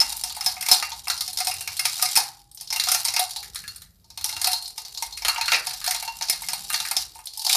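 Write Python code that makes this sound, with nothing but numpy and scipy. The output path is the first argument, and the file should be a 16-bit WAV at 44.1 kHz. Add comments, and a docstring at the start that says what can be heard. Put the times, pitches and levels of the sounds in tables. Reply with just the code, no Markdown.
"""Hand chain hoist under an open shed roof

A hand chain is hauled in short pulls over a hoist's pocket wheel. Links knock on wheel and guard: clicks
ring clear steel modes, and noise bands that jump and die stand for the crowded ones. Between knocks the
slack jingles as random touches ring many pitches. Feedback delays give the shed's brief answer, noise
bursts the dull thuds, and swelling noise bands the low rumble of the distant yard."""
import sys
import numpy as np
from scipy import signal
from scipy.fft import rfft, irfft, next_fast_len
from scipy.io import wavfile

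SR = 44100
rng = np.random.default_rng(int(sys.argv[2]) if len(sys.argv) > 2 else 0)


def master(y):
    """Save y as 16-bit WAV."""
    cut = np.clip(np.atleast_2d(y).T, -1, 1)
    pcm = np.round(cut * 32767)  # scale
    wavfile.write(sys.argv[1], SR, pcm.astype(np.int16))


N = 333396


def from_db(db):
    """Decibels to gain."""
    return 10 ** (np.asarray(db) / 20)


def rms_one(x):
    """Scale to rms 1."""
    return x / np.sqrt(np.mean(x ** 2) + 1e-20)


def in_time(rows):
    """Columns of a curve over time, one value a sample."""
    s, *columns = np.transpose(rows)
    return [np.interp(np.arange(N) / SR, s, column) for column in columns]


def at_hz(points, hz):
    """All columns of a table at one frequency, joined by straight lines over log frequency."""
    points = np.array(points, float)
    return [np.interp(np.log(hz), np.log(points[:, 0]), column) for column in points[:, 1:].T]


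def drift(rate):
    """Random curve: knots of spread 1, about rate of them a second, joined by straight lines."""
    knots = rng.standard_normal(int(rate * N / SR) + 2)
    return np.interp(np.arange(N) * rate / SR, np.arange(len(knots)), knots)


def noise_bands(edges):
    """Yields centre and rms 1 noise of each band; neighbours are unrelated."""
    white = rng.standard_normal((2, N))
    for k, (low, high) in enumerate(zip(edges, edges[1:])):
        sos = signal.butter(2, [low, high], "band", fs=SR, output="sos")
        yield np.sqrt(low * high), rms_one(signal.sosfilt(sos, white[k % 2]))


def ring(clicks, hz, t60):
    """A unit click sets a decaying sine of height 1 ringing."""
    r = from_db(-60 / (t60 * SR))
    w = 2 * np.pi * hz / SR
    return signal.lfilter([0, np.sin(w)], [1, -2 * r * np.cos(w), r * r], clicks + 1e-18)


def dying(power, t60):
    """Energy that jumps with each click and fades by 60 dB in t60."""
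    return signal.lfilter([1], [1, -from_db(-120 / (t60 * SR))], power + 1e-18)


# Colour of the distant yard, relative: (frequency [Hz], density [dB per Hz])
YARD_COLOUR = [(30, -29.5), (45, -0.5), (100, -3), (160, -10.5), (210, -21.5), (350, -18.5), (450, -22),
               (880, -31.5), (3000, -37.5), (4200, -48.5), (14000, -32.5)]
# Rumble of the yard as a whole: (time [s], level [dB])
YARD_LEVEL = [(0.0, -54.5), (1.43, -55.5), (1.52, -53), (2.53, -63), (2.97, -53.5), (3.24, -61),
              (3.62, -54.5), (4.02, -58.5), (4.4, -51), (4.61, -58), (6.86, -57), (7.03, -57),
              (7.48, -67.5), (7.56, -63)]
YARD_SWELL_DB, YARD_SWELLS_PER_S = 5.5, 2.3


def yard():
    """Distant rumble, each band swelling on its own, with a faint hiss above it."""
    air = 0
    for hz, band in noise_bands(np.geomspace(22, 15500, num=22)):
        density_db = at_hz(YARD_COLOUR, hz)[0] + YARD_SWELL_DB * drift(YARD_SWELLS_PER_S)
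        air = air + from_db(density_db) * np.sqrt(hz) * band  # bandwidth grows with pitch
    return from_db(in_time(YARD_LEVEL)[0]) * rms_one(air)


# Swing of the slack chain before the knocks shake it: (time [s], jingle level [dB])
SLACK_SWING = [(0.0, -31.5), (0.55, -44), (1.12, -43.5), (1.28, -43), (1.73, -41.5), (2.04, -28),
               (2.15, -31), (2.33, -72), (2.55, -72.5), (2.86, -31), (3.05, -37), (3.7, -56.5), (3.87, -70),
               (4.12, -68), (4.36, -55), (4.86, -47), (5.47, -41.5), (6.25, -43), (6.91, -35.5),
               (7.05, -50), (7.33, -57), (7.56, -13)]
# Colour of the jingle, relative: (frequency [Hz], level [dB])
JINGLE_COLOUR = [(600, -3), (900, -10.5), (1500, -21.5), (2800, -2), (4600, 6.5), (7500, 3), (9500, 4.5),
                 (14000, 3.5)]
TOUCHES_PER_S, TOUCH_SPREAD_DB = 700, 5
JINGLE_CYCLES = 66  # cycles in the t60 of a 1 kHz pitch; their number grows with the root of pitch
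LOW_JINGLE_DB = -4  # gain of the pitches below the links' band
SHAKE_DB, SHAKE_T60_S = -23.5, 0.48  # each knock shakes the slack, which settles again


def slack_chain():
    """Loose links touch at random, more loudly after a knock; each touch rings many link pitches unevenly."""
    links_from_hz = PART_HZ[3]
    shaken = from_db(2 * SHAKE_DB) * dying(blows(links_from_hz, 0, 0, 1) ** 2, SHAKE_T60_S)
    swing = np.sqrt(from_db(2 * in_time(SLACK_SWING)[0]) + shaken)
    strengths = from_db(TOUCH_SPREAD_DB * np.minimum(rng.exponential(1, N), 4))
    touches = strengths * (rng.random(N) < TOUCHES_PER_S / SR)
    at = np.flatnonzero(touches)
    low, high = 0, 0
    detune = from_db(.15 * rng.standard_normal(64))
    for hz in np.geomspace(700, 14400, num=64) * detune:
        clicks = np.zeros(N)
        clicks[at] = touches[at] * rng.standard_normal(len(at))
        rung = rms_one(ring(clicks, hz, JINGLE_CYCLES / np.sqrt(hz * 1000)))
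        rung = from_db(at_hz(JINGLE_COLOUR, hz)[0]) * rung
        if hz < links_from_hz:
            low = low + rung
        else:
            high = high + rung
    scale = np.sqrt(np.mean(high ** 2))
    return swing * (high + from_db(LOW_JINGLE_DB) * low) / scale


# Knocks on wheel and guard: (time [s], link level [dB], then housing, guard and tick [dB against the link],
# favoured low pitch [Hz], favoured high pitch [Hz])
KNOCKS = [(0.0024, -11, -20, -16.5, -7, 3020, 5190), (0.0134, -13, -11.5, -9, -11, 740, 5580),
          (0.1226, -24, -11, -13, -3.5, 910, 5210), (0.1674, -33, -16, -24, 6, 940, 5030),
          (0.2094, -36, -26, -22, -4, 935, 4800), (0.2369, -16, -17, -16, -5.5, 738, 5200),
          (0.2778, -25, -16, -25, -19, 740, 4970), (0.302, -21, -22, -20, -19, 1230, 4300),
          (0.3661, -28.5, 1.5, -6.5, 0, 777, 4310), (0.409, -19.5, -15, -8, -8.5, 745, 5200),
          (0.4449, -22.5, -30, -22, -6, 870, 5140), (0.4614, -7, -15, -18, -10, 750, 5200),
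          (0.5671, -33.5, -6, 0.5, -28, 745, 5200), (0.61, -20, -22, -14, -6.5, 2690, 5200),
          (0.6254, -21.5, -12, -5.5, -3, 758, 5590), (0.6629, -17, -16, -13, -7, 2270, 5540),
          (0.6858, -9.5, -12, -14, -6.5, 2370, 5200), (0.7143, 1.5, -19, -19, -7.5, 756, 5110),
          (0.7264, -16, -42, -10, -20, 717, 4600), (0.8253, -12.5, -12.5, -9.5, -18, 2200, 4450),
          (0.9183, -17.5, -15, -18, -33, 927, 3830), (1.0714, -28.5, 5.5, 3, -4, 1050, 4530),
          (1.0819, -20.5, -9, -12, -4.5, 740, 5200), (1.1, -8.5, -32, -14.5, -14.5, 1400, 4420),
          (1.1767, -20, -25, -41, -11, 740, 5000), (1.2077, -11.5, -28, -26, -9.5, 1210, 4900),
          (1.278, -19.5, -25, -20, -10, 740, 5200), (1.3309, -25.5, -21, -26, -3, 877, 4240),
          (1.3728, -13.5, -23, -27, -11.5, 2700, 5200), (1.3864, -14, -19, -20, -11, 776, 4300),
          (1.4037, -12.5, -19, -12, -10, 740, 5210), (1.4476, -22, -20, -24, -4, 896, 4270),
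          (1.4699, -11, -14, -14.5, -9.5, 749, 5200), (1.4814, -17.5, -27, -26, -5.5, 737, 5580),
          (1.513, -20.5, -33, -11.5, -8, 2540, 5170), (1.5394, -26.5, -23, -11, -3, 2530, 5200),
          (1.6082, -22.5, -16, -13.5, -3, 2680, 5500), (1.6754, -16, -14.5, -13, -9.5, 2270, 5500),
          (1.7679, -23, -37, -24, -4, 2720, 4270), (1.7938, -13.5, -20, -11, -5.5, 742, 5150),
          (1.8532, -6.5, -24, -15, -9.5, 2310, 4820), (1.9953, -24, -13, -6, -10, 2460, 5630),
          (2.0243, -9, -14, -12.5, -4.5, 758, 5200), (2.057, -16.5, -22, -15.5, -12, 2140, 5210),
          (2.1545, -11.5, -18, -14, -3.5, 2200, 5450), (2.1624, -6.5, -31, -12.5, -9, 764, 5200),
          (2.1724, -5, -11.5, -12, -5.5, 760, 5200), (2.5142, -41, -30, -29, -4, 890, 4910),
          (2.5474, -42.5, -33, -25, 5, 754, 5570), (2.5735, -28, -34, -41, -18, 982, 5340),
          (2.5995, -29, -32, -35, -19, 2820, 4940), (2.61, -24.5, -19, -23, -5, 720, 4980),
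          (2.674, -24.5, -47, -43, -20, 820, 4760), (2.7036, -16.5, -21, -22, -17, 1010, 5400),
          (2.7263, -12.5, -11.5, -18, -11, 2140, 4630), (2.7607, -15, -17.5, -12, -6, 2800, 5500),
          (2.798, -8, -38, -16, -13, 2070, 3990), (2.8379, -13, -27, -21, -13, 2130, 4940),
          (2.871, -15.5, -11.5, -12, -17, 740, 4660), (2.8863, -8.5, -29, -14.5, -10, 780, 5340),
          (2.9168, -5.5, -22, -15, -6.5, 719, 5740), (2.9467, -8, -22.5, -13, -8, 738, 5280),
          (3.05, -9.5, -14, -19.5, -7, 2130, 4620), (3.0824, -11.5, -16, -17.5, -16, 2216, 5230),
          (3.1388, -15, -15, -16, -9, 2167, 5210), (3.1635, -7.5, -21, -13, -14, 908, 4900),
          (3.1936, -7, -14, -17.5, -7.5, 736, 4070), (3.3076, -19, -39, -31, -14, 930, 4920),
          (3.3618, -16, -18, -23, -16, 790, 4100), (3.4284, -24, -29, -14, -10, 1720, 4070),
          (3.5464, -31, -41, -13, 0, 1650, 5740), (3.5575, -19.5, -47, -14, -11.5, 1740, 4180),
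          (3.6384, -37.5, -36, -0.5, -5, 1680, 4440), (3.6784, -23, -48, -14.5, -11, 1510, 4330),
          (3.7604, -33, -33, -16, -0.5, 1400, 4320), (3.8192, -33.5, -26.5, -16, -7, 1870, 3900),
          (4.0432, -43, -18, -29, -15.5, 1220, 4950), (4.1022, -31.5, -20.5, -22, -15, 932, 5600),
          (4.1746, -20, -16, -18.5, -14, 2540, 5060), (4.2108, -25.5, -21, -17, -9, 1240, 4300),
          (4.2425, -9.5, -23.5, -21.5, -9, 862, 5500), (4.2916, -17, -24, -14.5, -10, 877, 5060),
          (4.3261, -19.5, -17, -22, -15, 856, 4240), (4.3655, -21, -13.5, -9, -12, 913, 4460),
          (4.3964, -25, -26, -23, -18, 934, 4940), (4.4151, -14, -21, -18, -7, 764, 4590),
          (4.4434, -7, -18, -16.5, -11.5, 763, 4700), (4.4713, -10, -14, -12.5, -6.5, 743, 4650),
          (4.5166, -18, -25, -19, -8, 710, 4300), (4.5314, -9, -23, -25, -10.5, 913, 4440),
          (4.624, -24.5, -29, -38, -10, 925, 4190), (4.6575, -22.5, -38, -44, -18, 918, 4490),
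          (4.6783, -28.5, -41, -41, -4, 918, 4300), (4.779, -20, -14.5, -20.5, -9.5, 2030, 5140),
          (4.8499, -23.5, -23, -22, -21, 810, 4470), (4.9472, -25, -30, -38, -16, 2860, 4270),
          (4.9741, -17.5, -23, -32, -17, 990, 4550), (5.0236, -15, -10, -18.5, -9, 2177, 5590),
          (5.125, -24, -27, -33, -30, 920, 4280), (5.1735, -21.5, -30, -16, -11, 2540, 4620),
          (5.221, -21, -9, -16, -17, 2270, 5200), (5.249, -8, -17.5, -9.5, -15, 1090, 3270),
          (5.2824, -7.5, -15, -9, -11, 1213, 4360), (5.3602, -23, -5, 0, -24, 2450, 4340),
          (5.3797, -18, -8, -8, -21, 927, 5100), (5.4113, -10, -17, -10, -17, 897, 4160),
          (5.4575, -17, -30, -22, -12, 838, 4140), (5.4804, -10.5, -32, -4.5, -19, 1420, 4400),
          (5.5189, -6, -14.5, -7, -18, 2700, 4650), (5.5324, -10, -10, -8.5, -18, 1810, 4030),
          (5.5434, -7.5, -16, -8.5, -23, 2650, 4600), (5.6691, -13, -17.5, -19.5, -11.5, 2640, 4760),
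          (5.7084, -20.5, -16, -12.5, -13, 770, 4330), (5.7354, -19.5, -19, -24, -13, 1230, 5380),
          (5.8144, -27.5, -17, -7, -10, 1650, 4320), (5.8424, -17, -31, -13, -10, 1520, 4140),
          (5.8623, -17.5, -22, -13, -7, 1680, 4310), (5.8765, -11, -18, -16, -11.5, 740, 5580),
          (5.909, -10.5, -18, -12, -7.5, 2070, 5580), (5.9464, -12, -18.5, -18.5, -13, 2540, 3860),
          (6.0254, -21, -12, -10, -8.5, 896, 4440), (6.0774, -20, -11, -13, -18, 912, 4420),
          (6.2107, -22, -8.5, -5.5, -11, 912, 4350), (6.2228, -14, -21, -18, -18, 751, 5160),
          (6.2846, -14, -22.5, -23, -23, 936, 4960), (6.2976, -10, -22, -17.5, -3.5, 2180, 5210),
          (6.3305, -20, -18.5, -11, -15, 738, 4300), (6.4198, -32.5, -4, -9, 2, 760, 5210),
          (6.4334, -30.5, -20, -8.5, -12, 2130, 5580), (6.4858, -15, -18, -11, -11.5, 736, 5350),
          (6.5326, -15, -12, -13, -6.5, 729, 4320), (6.7014, -23, -17, -1.5, 0.5, 1650, 4170),
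          (6.7324, -19, -12.5, -9.5, -4.5, 2760, 3590), (6.7421, -8, -20, -15.5, -19, 1890, 4320),
          (6.8014, -13.5, -19.5, -16, -14, 870, 4060), (6.8514, -24.5, -22, -1.5, -5, 1700, 4330),
          (6.9117, -14.5, -10, -11.5, -6, 766, 4580), (6.953, -31, -25, -16, -28, 910, 5400),
          (6.9665, -6, -30.5, -23.5, -14, 740, 5360), (7.1357, -44, -17, -17, -11, 870, 4330),
          (7.1557, -41.5, -2.5, -5, 1, 918, 4200), (7.1896, -41, 0, -3, -0.5, 890, 5590),
          (7.2564, -33, -33, -30, 1.5, 902, 5070), (7.2709, -21, -37, -38, -16, 884, 4340),
          (7.3352, -28, -27, -35, -13, 977, 4900), (7.3736, -24.5, -21, -34, -1.5, 885, 5040),
          (7.3941, -17.5, -27, -40, -12, 870, 4740), (7.418, -22.5, -26.5, -37, -8, 910, 4830),
          (7.448, -13.5, -24, -32, -12, 894, 4840), (7.4654, -8.5, -18.5, -24.5, -15, 880, 4830),
          (7.4964, -9.5, -37, -13.5, -14, 2540, 3920), (7.5484, -12, -8.5, -10, -12, 738, 4640)]
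# Band limits [Hz]: housing below the first, then guard, links, and tick above the last; they blend between
PART_HZ = [1080, 1200, 3000, 3350, 6800, 7700]


def blows(hz, spread_db, favour_db, width):
    """Click train of the knocks as felt at one frequency; the place struck favours two pitches."""
    s, link, housing, guard, tick, *pitches = np.transpose(KNOCKS)
    share = [np.interp(np.log(hz), np.log(PART_HZ), part) for part in np.eye(4)[:, [0, 1, 1, 2, 2, 3]]]
    part_db = share @ np.array([housing, guard, 0 * link, tick])
    near = np.exp(-(np.log(hz / np.array(pitches)) / width) ** 2).max(axis=0)
    level_db = link + part_db + favour_db * near + spread_db * rng.standard_normal(len(s))
    clicks = np.zeros(N)
    clicks[np.clip((s * SR).astype(int), 0, N - 1)] = from_db(level_db)
    return clicks


# Pitches of the clear steel modes: (frequency [Hz])
STEEL_HZ = [739, 810, 880, 912, 1050, 1233, 1380, 1680, 1890, 2133, 2270, 2540, 2760, 3206, 3870, 3962,
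            4240, 4321, 4610, 5040, 5204, 5330, 5580, 6800, 9215]
# The same modes in order: (level before STEEL_DB [dB], t60 [s])
STEEL_RING = [(4, 0.2), (-11.5, 0.67), (-2.5, 0.15), (5, 0.13), (-22, 0.06), (-2, 0.16), (1.5, 0.05),
              (-11, 0.19), (-22.5, 0.14), (-1.5, 0.19), (-9.5, 0.12), (-3.5, 0.14), (-1, 0.21),
              (-16.5, 0.05), (-33, 0.077), (-14.5, 0.14), (-14.5, 0.28), (-10, 0.087), (-35.5, 0.063),
              (-31.5, 0.064), (-6.5, 0.072), (-16.5, 0.074), (-13, 0.076), (-8.5, 0.055), (-15.5, 0.1)]
STEEL_DB, STRIKE_SPREAD_DB, CONTACT_T60_S = -10, 3.5, 0.04
FAVOUR_DB, FAVOUR_WIDTH = 12.5, .03  # lift next to a favoured pitch, and its reach in log frequency
WOBBLE_DB, WOBBLE_PER_S = 3.2, 90  # links dragging on the steel make its ring flutter


def clear_modes():
    """Housing and links ring on a few lasting pitches; a link seats with a tap and a short rough scuff."""
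    out = 0
    scuff = rng.standard_normal(N) / np.sqrt(CONTACT_T60_S * SR / (2 * np.log(1000)))
    for hz, (level_db, t60) in zip(STEEL_HZ, STEEL_RING):
        taps = blows(hz, STRIKE_SPREAD_DB, FAVOUR_DB, FAVOUR_WIDTH)
        force = 0.49 * taps + 0.42 * scuff * np.sqrt(dying(taps ** 2, CONTACT_T60_S))
        flutter_db = WOBBLE_DB * drift(WOBBLE_PER_S)
        out = out + from_db(level_db + STEEL_DB + flutter_db) * ring(force, hz, t60)
    return out


# The crowd of close modes:
# (frequency [Hz], level [dB], quick t60 [s], slow t60 [s], slow slope against the quick [dB])
CROWD = [(610, -40.5, 0.031, 0.12, 4.5), (780, -19, 0.07, 0.38, -6.5), (1240, -24.5, 0.034, 0.38, -2),
         (2380, -11.5, 0.06, 0.26, -11), (3490, -22, 0.023, 0.11, -7), (4470, -22, 0.04, 0.28, -6.5),
         (7500, -19, 0.043, 0.16, -10), (8940, -0.5, 0.036, 0.27, -15.5), (12240, -8.5, 0.0067, 0.088, -7),
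         (13900, -2, 0.0083, 0.12, -8)]
CROWD_SPREAD_DB, CROWD_FAVOUR_DB, CROWD_FAVOUR_WIDTH = 1.8, 8, .16  # favours more broadly
CRACK_DB, CRACK_T60_S = -2, 0.0023  # first instant over the quick slope, dB per octave above the guard


def crowd_modes():
    """Modes too many to tell apart: noise bands whose energy jumps at a knock and dies in three slopes."""
    out = 0
    for hz, band in noise_bands(np.geomspace(560, 15500, num=32)):
        level_db, quick_t60, slow_t60, slow_db = at_hz(CROWD, hz)
        power = blows(hz, CROWD_SPREAD_DB, CROWD_FAVOUR_DB, CROWD_FAVOUR_WIDTH) ** 2
        crack = from_db(2 * CRACK_DB * np.log2(hz / PART_HZ[2])) * dying(power, CRACK_T60_S)
        slow = from_db(2 * slow_db) * dying(power, slow_t60)
        energy = crack + dying(power, quick_t60) + slow
        rise = np.exp(-2 * np.pi * min(hz / 14, 250) / SR)  # low parts take longer to speak
        out = out + from_db(level_db) * band * np.sqrt(signal.lfilter([1 - rise], [1, -rise], energy))
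    return out


SHED_T60_S, SHED_DB, SHED_CUT_HZ = 0.39, -20.5, 2100  # t60 is that of the lows


def shed(x):
    """The roof's answer: ten feedback delays, duller on every round, evaluated in frequency."""
    size = next_fast_len(N + SR)
    hz = np.arange(size // 2 + 1) * SR / size
    dull = 1 / np.sqrt(1 + (hz / SHED_CUT_HZ) ** 2)
    answer = 0
    for k, lag in enumerate(rng.uniform(0.0073, 0.067, 10)):
        loop = from_db(-60 * lag / SHED_T60_S) * dull ** .3 * np.exp(-2j * np.pi * hz * lag)
        answer = answer + (-1) ** k * loop / (1 - loop)
    return irfft(rfft(x, size) * answer, size)[:N]


# Heavy knocks that shake the roof beam: (time [s], peak level [dB], pitch [Hz], t60 [s])
THUDS = [(0.708, -30.5, 306, 0.077), (1.1, -41, 510, .08), (2.157, -43, 348, .05),
         (2.175, -37.5, 450, 0.19), (2.914, -47, 350, 0.12), (5.248, -37, 550, 0.058),
         (5.525, -32, 560, 0.37), (6.295, -38.5, 323, 0.013), (6.965, -47, 310, 0.022)]
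THUD_SPAN = 1.255  # a thud reaches from its pitch over this ratio to its pitch times it


def thuds():
    """A dull low burst of dying, band-limited noise under the heavy knocks."""
    out = np.zeros(N + SR)
    t = np.arange(SR // 2) / SR
    for s, peak_db, hz, t60 in THUDS:
        burst = rng.standard_normal(len(t)) * from_db(-60 * t / t60)
        sos = signal.butter(2, [hz / THUD_SPAN, hz * THUD_SPAN], "band", fs=SR, output="sos")
        burst = signal.sosfilt(sos, burst)
        start = int(s * SR)
        out[start:start + len(t)] += from_db(peak_db) * burst / np.abs(burst).max()
    return out[:N]


HOIST_LOW_HZ = 707  # the small steel parts radiate little below this


def scene():
    """Hoist and thuds, their echo in the shed, and the yard."""
    steel = slack_chain() + clear_modes() + crowd_modes()
    low_cut = signal.butter(6, HOIST_LOW_HZ, "high", fs=SR, output="sos")
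    hoist = signal.sosfilt(low_cut, steel) + thuds()
    return (yard() + hoist + from_db(SHED_DB) * shed(hoist))[None]


OVERLOAD, CUTOFF_HZ = .66, 14350  # OVERLOAD is the ceiling of the rounded peaks, full scale 1


def record(dry):
    """At the microphone peaks are rounded; the top is cut steeply, in two steps."""
    rounded = OVERLOAD * np.tanh(dry / OVERLOAD)
    cliff = signal.sosfilt(signal.ellip(9, .5, 22, CUTOFF_HZ, fs=SR, output="sos"), rounded)
    return signal.sosfilt(signal.cheby2(6, 40, 16000, fs=SR, output="sos"), cliff)


dry = scene()
out = record(dry)
master(out)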